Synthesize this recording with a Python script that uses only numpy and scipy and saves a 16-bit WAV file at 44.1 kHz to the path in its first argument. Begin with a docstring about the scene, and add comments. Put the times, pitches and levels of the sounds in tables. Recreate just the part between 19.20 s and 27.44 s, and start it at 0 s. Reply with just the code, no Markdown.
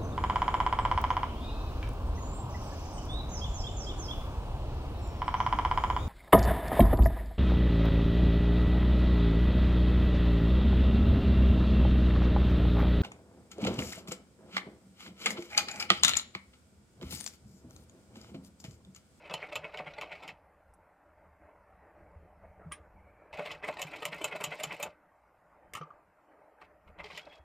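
"""An old iron sewing machine on a wooden table stitches cloth in short runs, heard close and nearly mono.
Each stitch is a tick of the linkage, a sharp clack of the needle bar and a rattling shuttle swing, with snaps between.
These are bursts of tiny random contacts that ring the iron's resonances; bearings and cloth are shaped noise.
Between the runs the presser foot clicks, cloth is shifted and the table thuds and rumbles.
Swinging tones make the thuds, gliding tones the faint squeaks, and soft noise the quiet room."""
import sys
import numpy as np
from scipy import signal
from scipy.fft import rfft, irfft, next_fast_len
from scipy.io import wavfile
from scipy.ndimage import uniform_filter1d, map_coordinates

SR = 44100
rng = np.random.default_rng(int(sys.argv[2]) if len(sys.argv) > 2 else 0)


def persist_wave(psi):
    """Save psi, clipped to +-1, as 16-bit WAV."""
    counts = np.round(np.clip(psi, -1, 1) * 32767).astype(np.int16)
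    wavfile.write(sys.argv[1], SR, np.atleast_2d(counts).T)


N = 363379  # length in samples

# Levels in the tables are settings; the functions add their own trims in dB.
# One row per stitch: clack_s, length_of_turn_before_s, linkage_lead_s, clack_level_db,
# clack_treble_db (relative), linkage_level_db, shuttle_level_db, table_level_db
STITCHES = [(0.1379, 0.15, 0.025, -27, -13, -38.5, -53, -55),
            (0.3557, .21, 0.03, -25, -13, -35.5, -32, -46), (0.573, 0.22, 0.029, -36.5, -20, -37, -34, -47),
            (0.8118, 0.24, 0.028, -32, -17.5, -37.5, -35, -77),
            (1.078, 0.27, 0.048, -40.5, -11, -41, -37, -58),
            (4.314, 0.23, 0.0086, -33.5, -17, -41, -61, -50),
            (4.6168, 0.3, 0.025, -27.5, -5, -34.5, -31.5, -38.5),
            (4.8531, 0.2, .027, -25.5, -7, -34, -33.5, -43),
            (5.0424, .188, 0.027, -23.5, -3, -36, -32, -49.5),
            (5.2397, .195, 0.031, -26, -2.5, -35, -31, -38),
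            (5.434, 0.19, 0.034, -27, -2.5, -35, -31, -39.5),
            (5.6274, 0.19, 0.026, -28, -2.5, -37.5, -32.5, -58),
            (7.9745, 0.3, 0.019, -34, -13, -53, -37.5, -68)]
# The wheel turns: start_s, stop_s, sliding_parts_db, loose_parts_db, fed_cloth_db,
# loose_parts_treble_db (relative), dry_scraping_db
RUNS = [(0, 1.112, -51.5, -52.5, -57, -27, -74), (4.127, 4.355, -47, -44.5, -54, -19, -65),
        (4.426, 5.668, -48.5, -44.5, -53.5, -13.5, -65), (7.834, 7.994, -52.5, -47, -74, -21, -61.5),
        (8.008, 8.171, -62.5, -61, -71, -20, -73.5)]
# The mechanism takes up its play as the wheel is nudged or changes speed: peak_s, level_db, body_db (relative)
JOLTS = [(0.586, -30.5, -6), (0.826, -30.5, 1), (0.926, -35, -14), (1.089, -32.5, -5.5), (4.138, -33.5, 2),
         (4.259, -29, 0), (4.488, -29, -11.5), (7.416, -47, 5), (7.441, -50.5, -4), (7.68, -50, 4.5),
         (7.806, -40.5, 8), (7.862, -39.5, -2), (7.994, -38, -21), (8.13, -45, -2)]
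# Resonances of the bed and the steel parts: pitch_hz, width_hz, lift_db
IRON_MODES = [(164, 81, 15), (378, 11, -11.5), (429, 76, 9), (598, 67, 12), (741, 22, 6.5), (885, 28, 6.5),
              (1000, 31, 1.5), (1706, 160, -7), (2075, 29, 8.5), (2206, 55, 10), (2190, 45, -5),
              (2574, 100, 7), (2980, 60, 2.5), (3080, 62, 2.5), (3400, 60, -1.5), (3980, 51, 6.5),
              (6240, 400, -6)]
# What the needle bar adds to them: pitch_hz, width_hz, lift_db
BAR_MODES = [(2800, 80, 3.5), (3000, 100, 7), (3123, 130, 6.5), (6790, 150, 8), (7190, 700, 9.5),
             (8700, 300, 5.5), (13000, 250, 1.5), (13720, 200, 3), (14220, 150, 13)]
# What the shuttle adds to them: pitch_hz, width_hz, lift_db
SHUTTLE_MODES = [(1385, 70, 13), (2008, 40, 3), (2750, 120, -5.5), (3190, 120, 5.5)]
# Colour of the needle bar's clack: pitch_hz, level_db
CLACK_TONE = [(100, -12), (250, -21.5), (550, -3), (1000, -0.5), (1600, 1), (2900, 4.5), (4000, -4.5),
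              (5800, -5.5), (7400, -9.5), (9500, -20), (11000, -17), (13500, -16.5), (15000, -36)]
# Colour of the linkage and the loose parts: pitch_hz, level_db
TICK_TONE = [(100, -23.5), (250, -19), (550, -5), (1000, -1), (1600, -1), (2500, -2.5), (4000, -16.5),
             (6000, -21.5), (8000, -23), (11500, -39.5), (14000, -31)]
# Colour of the shuttle swing: pitch_hz, level_db
SWING_TONE = [(100, -18.5), (250, -11.5), (550, -2), (1000, 4), (1600, 1.5), (2300, -1.5), (3200, -14),
              (4500, -36), (6500, -31), (9000, -36), (14000, -50)]
# Share of a turn by which the shuttle swing and the feed tick lead the clack
SHUTTLE_TURNS, FEED_TURNS = 0.585, 0.42
FEED_DB = -16  # feed tick relative to the linkage
CLACK_T60_S = 0.031  # time for the clack's first blow to fall by 60 dB
REBOUND_S, REBOUND_DB = 0.006, -7.5  # the needle bar lands a second time, this much later and weaker
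LEAD_S = 0.06  # a rattle starts this long before its peak
SWING_RISE_S, SWING_FALL_S = 0.0055, 0.0081  # the shuttle's rattle builds up and settles
USUAL_TURN_S, BODY_DB_PER_S = 0.22, -46.5  # a slower turn shakes the frame less
FRAME_RING_DB = 1.42  # depth of the frame's many narrow modes, the same at every stitch
# A rattle is a cluster of tiny hits: their rate, their decay time, the steady rubbing between them
CONTACTS_PER_S, CONTACT_S, RUBBING = 330, 0.00096, 0.3
RATTLES_PER_S, RATTLE_DB = 40, 13.5  # loose parts: how often, and how far the weakest lie below the strongest
STROKE_DB, STROKE_TURNS = 2, 0.021  # swell on each up and down stroke, this far after the clack
SPIN_UP_S, COAST_S = 0.00047, 0.029  # rise and fall time constants of a run

# Dull knocks on the bed: peak_s, level_db
KNOCKS = [(0.6, -33), (4.192, -29.5), (4.207, -34.5), (4.489, -27), (5.154, -32), (5.659, -34.5),
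          (8.073, -43)]
# Colour of the knocks: pitch_hz, level_db
KNOCK_TONE = [(120, -25.5), (280, -14.5), (450, -12), (620, -0.5), (800, -6.5), (1300, -8), (2500, -21),
              (6000, -55.5)]
# Colour of the sliding bearings: pitch_hz, level_db
RUN_TONE = [(100, -1.5), (250, -16.5), (600, -4), (1000, -14.5), (1600, -2), (2500, 4), (3600, -14.5),
            (8000, -28.5), (14000, -38)]
# Colour of the dry scraping: pitch_hz, level_db
SCRAPE_TONE = [(2000, -20), (3300, 1.5), (5200, -2), (11000, -27)]

# The hands fetch a strip of trim and lay it in place: time_s, cloth_db, table_rumble_db
FETCHING = [(1.25, -64.5, -75), (1.55, -68.5, -74), (1.7, -66, -83), (2.1, -64, -74), (2.71, -61.5, -75.5),
            (2.82, -61.5, -66.5), (3.14, -63.5, -68), (3.27, -61.5, -62), (3.44, -58, -68.5),
            (3.64, -62, -65), (3.82, -65, -71), (4.08, -60, -71.5)]
# The fingers settle on the cloth: time_s, cloth_db, table_rumble_db
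SETTLING = [(5.851, -66, -82.5), (6.05, -72.5, -88.5), (6.3, -66, -87), (6.481, -63, -70)]
# The work is turned under the foot: time_s, cloth_db, table_rumble_db
TURNING = [(6.8, -64.5, -88), (6.891, -69.5, -89), (7.104, -67.5, -96.5), (7.352, -64.5, -85),
           (7.501, -63, -77.5), (7.64, -67.5, -78), (7.739, -59.5, -67), (8.2, -63, -87)]
# Single brushes of the fingers over cloth: peak_s, half_length_s, level_db
BRUSHES = [(2.272, 0.035, -60.5), (2.616, 0.055, -62.5), (3.252, 0.016, -55.5), (7.117, 0.023, -63),
           (7.2, 0.058, -63)]
# Colour of the cloth: pitch_hz, level_db
CLOTH_TONE = [(120, -32), (210, -20.5), (305, 0.5), (375, -7), (600, 0), (820, 0), (1050, -6.5),
              (1750, -8.5), (2600, -22), (4000, -66)]
# Colour of the table rumble: pitch_hz, level_db
RUMBLE_TONE = [(25, -17.5), (50, -7), (72, -2), (100, -11.5), (130, -21), (190, -12), (400, -66)]
RUB_DB, RUMBLE_DB = -1, 6  # gains of the hand-moved cloth and of the table rumble

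# Colour of the room's air: pitch_hz, level_db
ROOM_TONE = [(25, -5.5), (60, -4.5), (135, -14.5), (290, -13), (400, -25), (600, -6.5), (830, -1),
             (1800, -9.5), (3600, -34), (14000, -34.5)]

# Crisp ticks of the feed and the thread guides: start_s, level_db
TICKS = [(0.04, -46), (0.097, -33.5), (0.109, -35), (0.177, -41), (0.217, -47), (0.288, -45), (0.542, -41),
         (0.736, -39), (0.858, -45), (0.954, -46), (1.025, -45), (1.042, -41), (4.19, -56), (4.526, -37),
         (4.569, -33.5), (4.784, -43.5), (4.928, -36.5), (4.984, -39), (5.209, -31), (7.415, -42.5),
         (7.786, -46), (7.841, -34.5), (7.901, -38), (7.931, -43), (7.956, -54)]
# Colour of these ticks: pitch_hz, level_db
SNAP_TONE = [(100, -18.5), (600, -9), (1200, -1.5), (1700, 3), (3000, -4.5), (4000, -6), (5300, -11.5),
             (8000, -14.5), (14000, -31.5)]

# Other thuds of the table: start_s, level_db, pitch_hz
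THUDS = [(0.664, -44.5, 151.5), (2.959, -39.5, 76), (3.459, -36, 160.5), (3.6, -45, 73),
         (4.186, -43.5, 171), (4.927, -42, 160.3), (6.606, -37, 155), (7.72, -49, 71.7), (8.195, -48, 70.5)]
TABLE_HZ, TABLE_LAG_S = 154, 0.03  # pitch of the table top; it answers this long after the clack

# Faint high ticks while the hands move: peak_s, level_db
TINKS = [(1.539, -75.5)]
# Colour of these faint ticks: pitch_hz, level_db
TINK_TONE = [(2000, -38), (5000, 6), (10000, 24), (14000, 1)]

# Presser foot and its lever: start_s, level_db, body_db (relative), treble_db (relative), ring_t60_s
FOOT = [(3.5134, -47, 9.5, -4, 0.057), (3.5192, -30, -10.5, 0, 0.11), (6.5353, -28, -11, 9, 0.035),
        (6.5502, -27.5, -3.5, 5, 0.081), (6.568, -35, -2, 4.5, 0.098), (6.611, -37, 8.5, -25.5, 0.043),
        (6.6299, -37, 8, -27, 0.026), (6.7038, -52, 18, -22.5, 0.022)]
# Colour of the foot: pitch_hz, level_db
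FOOT_TONE = [(40, -28), (160, -8.5), (950, -13), (1190, -1.5), (1550, -7), (2300, -4.5), (3200, -9),
             (4200, -23), (6000, -17.5), (9000, -22), (12000, -36), (13800, -27)]
# The lever's own ring: pitch_hz, width_hz, lift_db
LEVER_MODES = [(1210, 260, 12)]
# Modes of the foot's spring: pitch_hz, level_db, ring_t60_s
SPRING_MODES = [(1190, -53, 0.18), (2420, -50, 0.076), (9380, -37.5, 0.086), (14050, -59, 0.049)]
SPRING_S = 3.522  # when the spring is struck
FOOT_RISE_S = 0.0001  # rise time at 0 dB treble; a duller contact rises more slowly

# Thin, faint squeaks: start_s, stop_s, pitch_hz, glide_hz_per_s, level_db, waver (share of the pitch)
SQUEAKS = [(3.76, 4.1, 2240, 200, -72, .04), (8.012, 8.05, 3315, 40, -64, 0.008),
           (8.097, 8.16, 3318, 0, -63.5, .008)]

# Level of the side signal, which makes the width: pitch_hz, side_db
WIDTH = [(2500, -36), (5000, -17.5), (7500, -14), (10000, -8), (13000, -14)]
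HISS_DB = -94.5  # microphone hiss that differs between the channels
TOP_HZ = 14600  # upper band limit


def amp(db):
    """Decibels to gain."""
    return 10 ** (np.asarray(db) / 20)


def unit(x):
    """Scale to an rms level of 1."""
    return x / np.sqrt(np.mean(x ** 2) + 1e-20)


def along(points, hz):
    """Read a curve of (Hz, value) points on a log frequency axis."""
    f, v = np.transpose(points)
    return np.interp(np.log(hz + 1), np.log(f + 1), v)


def curves(rows):
    """One value per sample for each column after the time."""
    s, *cols = np.transpose(rows)
    return [np.interp(np.arange(N) / SR, s, c) for c in cols]


def during(start, stop):
    """A gate that rises at start and dies away after stop."""
    t = np.arange(N) / SR
    rise = 1 - np.exp(-np.maximum(t - start, 0) / SPIN_UP_S)
    fall = np.exp(-np.maximum(t - stop, 0) / COAST_S)
    return rise * fall


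def wobble(rate):
    """A smooth random curve with this many random points a second."""
    knots = rng.standard_normal(int(N * rate / SR) + 4)
    return map_coordinates(knots, [np.arange(N) * rate / SR])


def filtered(x, response):
    """Shape a sound by a response given as a function of frequency."""
    size = next_fast_len(N + SR // 2)
    return irfft(rfft(x, size) * response(np.fft.rfftfreq(size, 1 / SR)), size)[..., :N]


def noise(colour_db):
    """Noise of rms 1 with a colour given in dB as a function of frequency."""
    return unit(filtered(rng.standard_normal(N), lambda hz: amp(colour_db(hz))))


def patchy(x, depth_db):
    """Different bands of a noise come and go."""
    z = signal.stft(x, nperseg=1024)[2]
    field = uniform_filter1d(rng.standard_normal(z.shape), size=5, axis=0)
    field = uniform_filter1d(field, size=7, axis=1)
    return unit(signal.istft(z * amp(depth_db * unit(field)), nperseg=1024)[1][:N])


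def causal(gain):
    """The response with this gain that rings only after the blow."""
    cepstrum = irfft(np.log(np.maximum(gain, 1e-6)))
    half = len(cepstrum) // 2
    # fold the backward half onto the forward half: minimum phase
    cepstrum[1:half] *= 2
    cepstrum[half + 1:] = 0
    return np.exp(rfft(cepstrum))


def add(track, s, sound):
    """Mix a sound in at s seconds."""
    start = max(round(s * SR), 0)
    track[start:start + len(sound)] += sound[:max(N - start, 0)]


def event_time(size=16384):
    """The time axis of one event."""
    return np.arange(size) / SR


def event_hz():
    """The frequency axis of one event."""
    return np.fft.rfftfreq(len(event_time()), 1 / SR)


def lift_db(modes, hz):
    """The lift that a set of resonances gives each frequency."""
    return sum(db / (1 + (2 * (hz - centre) / width) ** 2) for centre, width, db in modes)


def iron_db(hz, bass_hz=95):
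    """The machine's resonances; so small a body radiates little bass."""
    bass_loss_db = 10 * np.log10(1 + (bass_hz / (hz + 1)) ** 4)
    return lift_db(IRON_MODES, hz) - bass_loss_db


def fine_modes(hz, spacing_hz):
    """Uneven random strengths of the many close modes of a metal part."""
    knots = rng.standard_normal(int(hz[-1] / spacing_hz) + 4)
    return map_coordinates(knots, [hz / spacing_hz])


def chatter(envelope, spiky_db, size=24):
    """Tiny metal contacts of uneven strength under an envelope."""
    strength = rng.standard_normal(len(envelope) // size + 1)
    strength = np.repeat(strength, size)[:len(envelope)]
    return rng.standard_normal(len(envelope)) * amp(spiky_db * strength) * envelope


def cluster():
    """A force of rms 1: tiny hits in quick, uneven succession, with rubbing between them."""
    t = event_time()
    place, strength = rng.random((2, 256))
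    hits = np.zeros(len(t))
    at = ((np.arange(len(place)) + place) / CONTACTS_PER_S * SR).astype(int)
    inside = at < len(t)
    hits[at[inside]] = (0.5 + strength)[inside]
    decaying = signal.lfilter([1], [1, -np.exp(-1 / (CONTACT_S * SR))], hits)
    return unit(RUBBING + decaying)


def strike(t60, tail_db, tail_t60):
    """A sudden blow that dies fast, over a weaker, longer shake of the frame."""
    t = event_time()
    blow = amp(-60 * t / max(t60, 0.005))
    tail = amp(tail_db - 60 * t / tail_t60)
    return (1 - np.exp(-t / 0.00019)) * (blow + tail)


def swell(rise, fall, tail_db, tail_t60):
    """Loose parts rattle up to a peak near LEAD_S and settle, with a weaker tail."""
    t = event_time() - LEAD_S
    u = t / np.maximum(np.where(t < 0, rise, fall), 0.001)
    tail = (t > 0) * amp(tail_db - 60 * np.abs(t) / tail_t60)
    return np.exp(1 - np.hypot(1, u)) + tail


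def contact(envelope, colour_db, db, body_db, treble_db, spiky_db, uneven_db,
            treble_damping=1.39, body_damping=0.64):
    """One shake of a part with its own mix of modes: the body rings on, the treble dies first."""
    hz = event_hz()
    low = 1 / (1 + (hz / 1500) ** 8)
    high = 1 - 1 / (1 + (hz / 6000) ** 8)
    bands = (low, np.abs(1 - low - high), high)
    colour = amp(colour_db + uneven_db * fine_modes(hz, spacing_hz=108.6))
    force = chatter(np.ones(len(envelope)), spiky_db)
    sound = 0
    for band, damping, share_db in zip(bands, (body_damping, 1, treble_damping), (body_db, 0, treble_db)):
        ring = irfft(rfft(force * envelope ** damping) * causal(colour * band))
        sound = sound + amp(share_db) * unit(ring)
    return amp(db) * np.sqrt(np.mean(envelope ** 2)) * sound


def strokes():
    """A gain that swells twice in each turn of the wheel, counted from the nearest clack."""
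    t = np.arange(N) / SR
    clack, turn = np.transpose(STITCHES)[:2]
    nearest = np.searchsorted((clack[1:] + clack[:-1]) / 2, t)
    turns = (t - clack[nearest]) / turn[nearest]
    return amp(STROKE_DB * np.cos(2 * np.pi * 2 * (turns - STROKE_TURNS)))


def brightness_db(s):
    """The treble of the loose parts at time s; it differs from run to run."""
    start, stop, *_, treble_db, _ = np.transpose(RUNS)
    return np.interp(s, (start + stop) / 2, treble_db)


def stitches():
    """Each turn: shuttle swing, feed tick, linkage tick, needle clack; these and the loose parts ring the iron."""
    hz, out = event_hz(), np.zeros(N)
    frame = iron_db(hz) + FRAME_RING_DB * fine_modes(hz, spacing_hz=30.04)
    linkage = frame + along(TICK_TONE, hz)
    needle_bar = frame + along(CLACK_TONE, hz) + lift_db(BAR_MODES, hz)
    shuttle = frame + along(SWING_TONE, hz) + lift_db(SHUTTLE_MODES, hz)

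    tick = swell(rise=0.003, fall=0.0045, tail_db=-15, tail_t60=0.13)
    rattle = swell(rise=SWING_RISE_S, fall=SWING_FALL_S, tail_db=-17.5, tail_t60=0.073)
    scrape = swell(rise=0.0036, fall=0.0018, tail_db=-33.5, tail_t60=0.05)
    landing = strike(CLACK_T60_S, tail_db=-10.5, tail_t60=0.13)
    rebound = np.interp(event_time() - REBOUND_S, event_time(), landing, left=0)
    blow = np.hypot(landing, amp(REBOUND_DB) * rebound)

    for s, turn, link_s, clack_db, bright_db, link_db, swing_db, _ in STITCHES:
        shake_db = BODY_DB_PER_S * (turn - USUAL_TURN_S)
        swing = contact(rattle * cluster(), shuttle, swing_db - 6, body_db=-2.5, treble_db=-37,
                        spiky_db=0.5, uneven_db=2.5)
        add(out, s - SHUTTLE_TURNS * turn - LEAD_S, swing)
        feed = contact(tick, linkage, link_db + FEED_DB - 6, body_db=-11, treble_db=bright_db - 3.5,
                       spiky_db=4, uneven_db=1)
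        add(out, s - FEED_TURNS * turn - LEAD_S, feed)
        link = contact(tick * cluster(), linkage, link_db - 5.5, body_db=2.5 + shake_db,
                       treble_db=bright_db - 8, spiky_db=4.5, uneven_db=5)
        add(out, s - link_s - LEAD_S, link)
        # the bar scrapes in its guide around its landing
        guide = contact(scrape, needle_bar, clack_db - 21.5, body_db=-14, treble_db=bright_db,
                        spiky_db=-5, uneven_db=-4.5)
        add(out, s - LEAD_S, guide)
        clack = contact(blow, needle_bar, clack_db - 5, body_db=-4 + shake_db, treble_db=bright_db,
                        spiky_db=5, uneven_db=2.5)
        add(out, s, clack)

    jolt = swell(rise=0.0046, fall=0.0083, tail_db=-28, tail_t60=0.36)
    for s, db, body_db in JOLTS:
        jerk = contact(jolt * cluster(), linkage, db - 12, body_db, treble_db=brightness_db(s) - 1.5,
                       spiky_db=6, uneven_db=2.5)
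        add(out, s - LEAD_S, jerk)

    stroke = strokes()
    for start, stop, _, db, _, treble_db, _ in RUNS:
        count = int(RATTLES_PER_S * (stop - start))
        for k, (place, weakness) in enumerate(rng.random((count, 2))):
            s = start + (stop - start) * (k + place) / count
            loose = contact(tick, linkage, db - RATTLE_DB * weakness, body_db=-6.5, treble_db=treble_db,
                            spiky_db=8, uneven_db=5)
            add(out, s - LEAD_S, stroke[min(int(s * SR), N - 1)] * loose)
    return out


def drive():
    """Dull knocks ring the bed; bearings rasp and dry slides scrape, swelling twice a turn while the wheel runs."""
    hz, knocks = event_hz(), np.zeros(N)
    bed = causal(amp(along(KNOCK_TONE, hz) + iron_db(hz)))
    envelope = swell(rise=0.0042, fall=0.01, tail_db=-29.5, tail_t60=0.15)
    for s, db in KNOCKS:
        ring = unit(irfft(rfft(chatter(envelope, spiky_db=2)) * bed))
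        add(knocks, s - LEAD_S, amp(db - 5.5) * np.sqrt(np.mean(envelope ** 2)) * ring)

    effort = sum(amp(db) * during(start, stop) for start, stop, db, *_ in RUNS)
    grit = chatter(amp(3 * wobble(70)), spiky_db=3)
    rasp = unit(filtered(grit, lambda hz: amp(along(RUN_TONE, hz) + iron_db(hz))))

    dryness = sum(amp(db) * during(start, stop) for start, stop, *_, db in RUNS)
    grains = chatter(amp(3.5 * wobble(110)), spiky_db=3)
    scraping = unit(filtered(grains, lambda hz: amp(along(SCRAPE_TONE, hz) + iron_db(hz))))
    return knocks + strokes() * (amp(-8) * effort * rasp + dryness * scraping)


def hands():
    """Cloth rubs over the bed, moved by hand or by the feed, and the table rumbles under the arms."""
    cloth_db, arms_db = curves(np.vstack([FETCHING, SETTLING, TURNING]))
    cloth = noise(lambda hz: along(CLOTH_TONE, hz) + 0.5 * iron_db(hz))
    cloth = patchy(cloth, depth_db=2.6)
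    t = np.arange(N) / SR
    brushed = sum(amp(db) ** 2 * np.exp(-((t - s) / length) ** 2) for s, length, db in BRUSHES)
    moved = np.sqrt(amp(cloth_db) ** 2 + brushed)
    fed = strokes() * sum(amp(db) * during(start, stop) for start, stop, _, _, db, *_ in RUNS)
    flutter = amp(0.74 * wobble(22) + 1.8 * wobble(130))
    rub = np.hypot(amp(RUB_DB) * moved, fed) * flutter * cloth
    lean = amp(3 * wobble(16))
    rumble = amp(arms_db + RUMBLE_DB) * lean * noise(lambda hz: along(RUMBLE_TONE, hz))
    return rub + rumble


def room():
    """The quiet air of the room is soft coloured noise, never quite even."""
    air = noise(lambda hz: along(ROOM_TONE, hz) + 0.5 * iron_db(hz))
    return amp(-69) * patchy(air, depth_db=3)


def ticks():
    """Small steel parts snap over their play: short and bright."""
    hz, out = event_hz(), np.zeros(N)
    steel = iron_db(hz) + along(SNAP_TONE, hz)
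    snap = strike(t60=0.024, tail_db=-19, tail_t60=0.082)
    for s, db in TICKS:
        sound = contact(snap, steel, db - 6, body_db=1, treble_db=brightness_db(s) - 8.5,
                        spiky_db=1, uneven_db=6.5)
        add(out, s, sound)
    return out


def table():
    """Each stitch, and now and then a soft push, sets the wooden top swinging and dying away."""
    t, thuds = event_time(), np.zeros(N)
    envelope = (1 - np.exp(-t / 0.0075)) * amp(-60 * t / 0.13)
    answers = [(s + TABLE_LAG_S, db, TABLE_HZ) for s, *_, db in STITCHES]
    for s, db, hz in answers + list(THUDS):
        add(thuds, s, amp(db + 2) * envelope * np.sin(2 * np.pi * hz * t))
    return thuds


def tinks():
    """A touch of something light and hard gives a tiny, bright tick."""
    out, colour_db = np.zeros(N), along(TINK_TONE, event_hz())
    touch = swell(rise=0.002, fall=0.005, tail_db=-20, tail_t60=0.08)
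    for s, db in TINKS:
        sound = contact(touch, colour_db, db - 7.5, body_db=-20, treble_db=14.5, spiky_db=12, uneven_db=6)
        add(out, s - LEAD_S, sound)
    return out


def presser_foot():
    """The foot snaps and its lever chatters as sharp blows on ringing metal; the spring rings once in pure tones."""
    t, clicks = event_time(), np.zeros(N)
    lever = along(FOOT_TONE, event_hz()) + lift_db(LEVER_MODES, event_hz())
    for s, db, body_db, treble_db, t60 in FOOT:
        rise = 1 - np.exp(-t / (FOOT_RISE_S * amp(-treble_db)))
        blow = strike(t60, tail_db=-25.5, tail_t60=0.3) * rise
        click = contact(blow, lever, db - 11, body_db + 7.5, treble_db - 12.5,
                        spiky_db=-1, uneven_db=3.5, body_damping=0.85)
        add(clicks, s, click)
    for hz, db, t60 in SPRING_MODES:
        add(clicks, SPRING_S, amp(db - 60 * t / t60) * np.sin(2 * np.pi * hz * t))
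    return clicks


def squeaks():
    """Faint, wavering tones, some creeping up in pitch; the lowest is the roughest."""
    t, out = np.arange(N) / SR, np.zeros(N)
    for start, stop, hz, glide, db, waver in SQUEAKS:
        pitch = (hz + glide * (t - start)) * (1 + waver * wobble(300))
        flutter = amp(2.5 * wobble(60))
        tone = np.sin(2 * np.pi * np.cumsum(pitch) / SR)
        out += during(start, stop) * amp(db) * flutter * tone
    return out


def scene():
    """Everything sits in the middle; reflections widen the treble a little."""
    machine = stitches() + drive() + ticks() + presser_foot() + squeaks()
    mid = machine + hands() + room() + table() + tinks()
    t = event_time(size=4096)
    # the reflections begin after 3 ms
    walls = rng.standard_normal(len(t)) * amp(-60 * t / 0.093) * (t > 0.003)
    scattered = signal.fftconvolve(mid, walls / np.linalg.norm(walls))[:N]
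    hiss = amp(HISS_DB) * rng.standard_normal(N)
    side = filtered(scattered, lambda hz: amp(along(WIDTH, hz))) + hiss
    return np.array([mid + side, mid - side])


def record(dry):
    """Cut the sound very steeply above the band limit."""
    return filtered(dry, lambda hz: 1 / np.sqrt(1 + (hz / TOP_HZ) ** 140))


dry = scene()
out = record(dry)
persist_wave(out)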